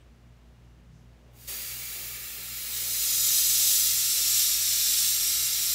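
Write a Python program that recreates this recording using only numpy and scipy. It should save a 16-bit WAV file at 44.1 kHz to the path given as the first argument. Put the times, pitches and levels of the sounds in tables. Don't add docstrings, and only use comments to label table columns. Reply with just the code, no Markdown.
import sys
import numpy as np
from scipy import signal
from scipy.fft import rfft, irfft, next_fast_len
from scipy.io import wavfile
from scipy.ndimage import uniform_filter1d

SR = 44100
rng = np.random.default_rng(int(sys.argv[2]) if len(sys.argv) > 2 else 0)


def master_out(mix):
    frames = np.transpose(np.atleast_2d(mix))
    ceiling = np.clip(frames, -1, 1)
    pcm = np.round(ceiling * 32767).astype(np.int16)
    wavfile.write(sys.argv[1], SR, pcm)


def natural_amplitude(level_db):
    exponent = np.asarray(level_db, float) / 20
    return 10 ** exponent


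N = 253292
TIME = np.arange(N) / SR
LONG = next_fast_len(N)


def unit(x):
    return x / np.sqrt(np.mean(x ** 2))


def noise(colour, peaks=(), lift_db=9):
    hz = np.maximum(np.fft.rfftfreq(LONG, 1 / SR), 1)
    point_hz, point_db = np.transpose(colour)
    gain = natural_amplitude(np.interp(np.log(hz), np.log(point_hz), point_db, left=-120, right=-120))
    ring = 0
    for peak_hz, width_hz, peak_db in peaks:
        ring = ring + natural_amplitude(peak_db + lift_db) ** 2 / (1 + (2 * (hz - peak_hz) / width_hz) ** 2)
    white = rfft(rng.standard_normal(LONG))
    return irfft(white * gain * np.sqrt(1 + ring), LONG)[:N]


def band_rms(x, low_hz, high_hz):
    spectrum, hz = rfft(x, LONG), np.fft.rfftfreq(LONG, 1 / SR)
    inside = (hz > low_hz) & (hz < high_hz)
    return np.sqrt(2 * np.sum(np.abs(spectrum[inside]) ** 2) / N / LONG)


def split(x, hz):
    low = signal.sosfiltfilt(signal.butter(4, hz, fs=SR, output="sos"), x)
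    return low, x - low


def walk(rate_hz):
    hold = int(SR / rate_hz)
    steps = np.repeat(rng.standard_normal(N // hold + 1), hold)
    return unit(uniform_filter1d(uniform_filter1d(steps, hold), hold)[:N])


# pitch_hz, level_db (rms), crest_s, wobble_db
HUM_TONES = [(58.64, -56, .00756, .25), (117.26, -64.2, .00553, .8), (119.97, -60.9, .00318, .5),
             (175.89, -76, .0048, 1), (234.52, -78, .00345, 1), (239.95, -69, .00181, .8),
             (2857, -84, 0, 1.2)]


def hum():
    total = 0
    for pitch_hz, level_db, crest_s, wobble_db in HUM_TONES:
        level = np.sqrt(2) * natural_amplitude(level_db + wobble_db * walk(6))
        total = total + level * np.cos(2 * np.pi * pitch_hz * (TIME - crest_s))
    return total


# freq_hz, density_db (per Hz)
FLOOR_COLOUR = [(180, -30), (300, 0), (600, -5), (900, -8), (1600, -11), (2900, -14), (4000, -17.5),
                (7200, -22), (9000, -27), (15750, -31)]
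# freq_hz, density_db (per Hz)
RUMBLE_COLOUR = [(20, -35), (40, -11), (52, 2), (75, -1.5), (100, -4.5), (150, -3), (200, -6), (270, -15),
                 (330, -30)]
FLOOR_DB, RUMBLE_DB = -69, -61


def room():
    floor = noise(FLOOR_COLOUR)
    floor = floor / band_rms(floor, 1370, 12000) * natural_amplitude(FLOOR_DB + 0.56 * walk(5.0))
    rumble = unit(noise(RUMBLE_COLOUR)) * natural_amplitude(RUMBLE_DB + 0.21 * walk(2.66))
    return floor + rumble


# centre_s, length_s, pitch_hz, width_hz, level_db (rms)
HAND_TOUCHES = [
    (.95, .05, 152, 20, -54.5),
    (.99, .025, 210, 60, -62),
    (.97, .045, 6200, 2500, -74),
    (.01, .015, 3100, 400, -70),
    (.015, .01, 8400, 300, -78),
    (1.02, .03, 11300, 1200, -84),
    (1.25, .17, 560, 300, -68),
    (1.36, .06, 850, 200, -70),
]


def hand():
    out = np.zeros(N)
    for centre_s, length_s, pitch_hz, width_hz, level_db in HAND_TOUCHES:
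        colour = [(pitch_hz / 3, -40), (pitch_hz, -40), (pitch_hz * 2, -50)]
        rub = unit(noise(colour, [(pitch_hz, width_hz, 0)], lift_db=30))
        swell = np.exp(-.5 * ((TIME - centre_s) / length_s) ** 2)
        out += natural_amplitude(level_db) * swell * rub
    return out


LEAK_S, LEAK_DB, LEAK_GROWTH_DB, LEAK_TIME_S = 1.3, -60, 47, .042
OPEN_S, OPEN_TIME_S = 1.478, .0045


def trigger():
    since_s = TIME - LEAK_S
    growth = 1 - np.exp(-np.maximum(since_s, 0) / LEAK_TIME_S)
    leak = natural_amplitude(LEAK_DB + LEAK_GROWTH_DB * growth) * (since_s > 0)
    valve = .5 + .5 * np.tanh((TIME - OPEN_S) / OPEN_TIME_S)
    return leak + (1 - leak) * valve


# time_s, level_db
AIM_PATH = [(1.5, -40), (1.82, -40), (2.24, -43.5), (2.7, -38), (2.76, -34), (3.3, -25.5), (3.6, -24.5),
            (4.05, -27.5), (4.42, -24), (4.6, -27.5), (4.9, -25), (5.15, -26.5), (5.74, -28)]
GRAZE_DB = -40


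def hit():
    time_s, level_db = np.transpose(AIM_PATH)
    hit_db = np.interp(TIME, time_s, level_db)
    return hit_db, hit_db - GRAZE_DB


# peak_s, rise_s, fall_s, level_db
DESK_GUSTS = [
    (1.5, .03, 0.46, 7),
    (2.85, 0.12, 1, 5.5),
    (4.22, 0.062, 0.21, 4),
    (5.3, 0.45, 0.23, 1.5),
    (5.6, .08, .1, 2.5),
]


def gusts():
    total_db = 0
    for peak_s, rise_s, fall_s, level_db in DESK_GUSTS:
        side_s = np.where(TIME < peak_s, rise_s, fall_s)
        total_db = total_db + level_db * np.exp(-((TIME - peak_s) / side_s) ** 2)
    return total_db


# freq_hz, density_db (per Hz)
JET_COLOUR = [(700, -19), (1100, -17), (1200, -9), (1550, -8), (2000, -3.5), (2600, 2.5), (3400, -23)]
# pitch_hz, width_hz, level_db
NOZZLE_RINGS = [(1274, 126, 10.5), (1687, 143, 9.5), (2085, 60, 10), (2314, 140, 6.5), (2804, 110, 8.5)]
# freq_hz, density_db (per Hz)
DESK_RUSH_COLOUR = [(120, -54), (200, -18), (227, 2), (264, -5.5), (383, 2), (727, -4.5), (1100, -7),
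                    (1430, -22), (2420, -120)]
JET_DB, JET_PER_HIT_DB, JET_SWELL_DB_PER_S = -55, 0.1953, 0.47
RUSH_DB = -63


def nozzle():
    jet_db = JET_DB + JET_PER_HIT_DB * hit()[1] + JET_SWELL_DB_PER_S * (TIME - OPEN_S)
    jet = noise(JET_COLOUR, NOZZLE_RINGS, lift_db=2.5)
    jet = jet / band_rms(jet, 1300, 2000)
    rush_db = RUSH_DB + gusts() + 1.46 * walk(12)
    rush = unit(noise(DESK_RUSH_COLOUR))
    return natural_amplitude(jet_db - 1.0) * jet + natural_amplitude(rush_db) * rush


# freq_hz, density_db (per Hz)
GRAZE_COLOUR = [(530, -29), (900, -3.5), (1160, -16), (1620, -11.5), (1980, -9.5), (3160, -8), (4760, -8),
                (4990, -8.5), (9520, -6.5), (14500, -1), (15730, 0)]
# freq_hz, density_db (per Hz)
STRUCK_COLOUR = [(1060, -32.5), (1800, -27), (3050, -10), (4070, -2.5), (4460, -6.5), (5600, -3),
                 (6710, -5), (7620, -2.5), (9300, -5), (14000, -4), (15730, -5)]
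# pitch_hz, width_hz, level_db
HAND_HOLLOWS = [
    [(4650, 76, 2), (6740, 220, 0.5), (10800, 49, 1), (11800, 90, -5), (13300, 160, -5), (14700, 250, -3)],
    [(4090, 180, 1.5), (5050, 130, -0.5), (7220, 89, 2.5), (12900, 160, -8), (14500, 54, -12),
     (15200, 70, -7)],
    [(4190, 200, -4.5), (5053, 200, -1.5), (6160, 370, 0.5), (6990, 67, 6), (7900, 100, 2.5),
     (11200, 430, 0.5), (12800, 130, 0), (13600, 230, 2.5), (13900, 160, -8), (14800, 190, -4),
     (15400, 230, -6)],
    [(4070, 340, -33), (5620, 400, -1), (7330, 64, 3.5), (7620, 200, -4.5), (7860, 64, -10),
     (11300, 190, -9), (11400, 240, 0.5), (13000, 290, -3), (14100, 230, -2), (15100, 85, -15)],
]
# leave_s, arrive_s
HAND_TURNS = [
    (1.9, 2.26),
    (2.65, 3.1),
    (3.85, 4.14),
]
TURN_TREBLE = [1.5, 1.5, 1, -.7]
TREBLE_PER_HIT_DB = -.15


def strike():
    hit_db, above_db = hit()
    turn = sum(np.interp(TIME, span, [0, 1]) for span in HAND_TURNS)
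    treble_db = np.interp(turn, np.arange(4), TURN_TREBLE) + TREBLE_PER_HIT_DB * above_db
    graze = [(1900, -30)] + [(hz, db) for hz, db in GRAZE_COLOUR if hz > 2000]
    colours = [graze, graze, STRUCK_COLOUR, STRUCK_COLOUR]
    hiss = 0
    for k, hollows in enumerate(HAND_HOLLOWS):
        share = np.clip(1 - np.abs(turn - k), 0, 1)
        hiss = hiss + np.sqrt(share) * unit(noise(colours[k], hollows, lift_db=3))
    body, top = (part / np.sqrt(uniform_filter1d(part ** 2, size=8000)) for part in split(hiss, 9250))
    eddies_db = .5 * walk(9) + 0.22 * walk(90)
    return natural_amplitude(hit_db + eddies_db) * (body * natural_amplitude(-1.2) + top * natural_amplitude(treble_db))


# extra_path_ms, level_db, sway_ms
SURFACES = [(1.05, -19, .05), (1.45, -18, .05), (1.63, -19, .06), (2.1, -17, .05), (2.7, -16, .06),
            (3.6, -15, .06), (5.1, -15, .07), (7.3, -16, .07)]


def surroundings(x):
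    fine = signal.resample_poly(x, up=4, down=1)
    echo = 0
    for extra_path_ms, level_db, sway_ms in SURFACES:
        heard_s = TIME - (extra_path_ms + sway_ms * walk(3)) / 1000
        echo = echo + natural_amplitude(level_db) * np.interp(heard_s * 4 * SR, np.arange(4 * N), fine)
    low, high = split(x, 8000)
    low_echo, high_echo = split(echo, 8000)
    total = np.sqrt(1 + np.sum(natural_amplitude(np.array(SURFACES)[:, 1]) ** 2))
    return low + natural_amplitude(-1.0) * low_echo + (high + high_echo) / total


def nulls(x, count=300):
    hz, s, cells = signal.stft(x, SR, nperseg=1024)
    for when, where, long, wide, drift in rng.random((count, 5)):
        since_s = s - (1.6 + 4.2 * when ** .7)
        now = np.abs(since_s) < .3
        centre_hz = 5500 + 10300 * where ** .6 + 1200 * (drift - .5) * since_s[now]
        width_hz = 40 + 70 * wide ** 2
        length_s = .035 + .11 * long ** 2
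        far = ((hz[:, None] - centre_hz) / width_hz) ** 2 + (since_s[now] / length_s) ** 2
        cells[:, now] *= 1 - .97 * np.exp(-far ** 2)
    return signal.istft(cells, SR)[1][:N]


def scene():
    spray = trigger() * (nozzle() + strike())
    mono = nulls(surroundings(spray)) + hum() + room() + hand()
    return np.array([mono, mono])


def top_cut(x):
    return signal.sosfilt(signal.butter(12, 17060, fs=SR, output="sos"), x)


def record(dry):
    return top_cut(dry)


dry = scene()
out = record(dry)
master_out(out)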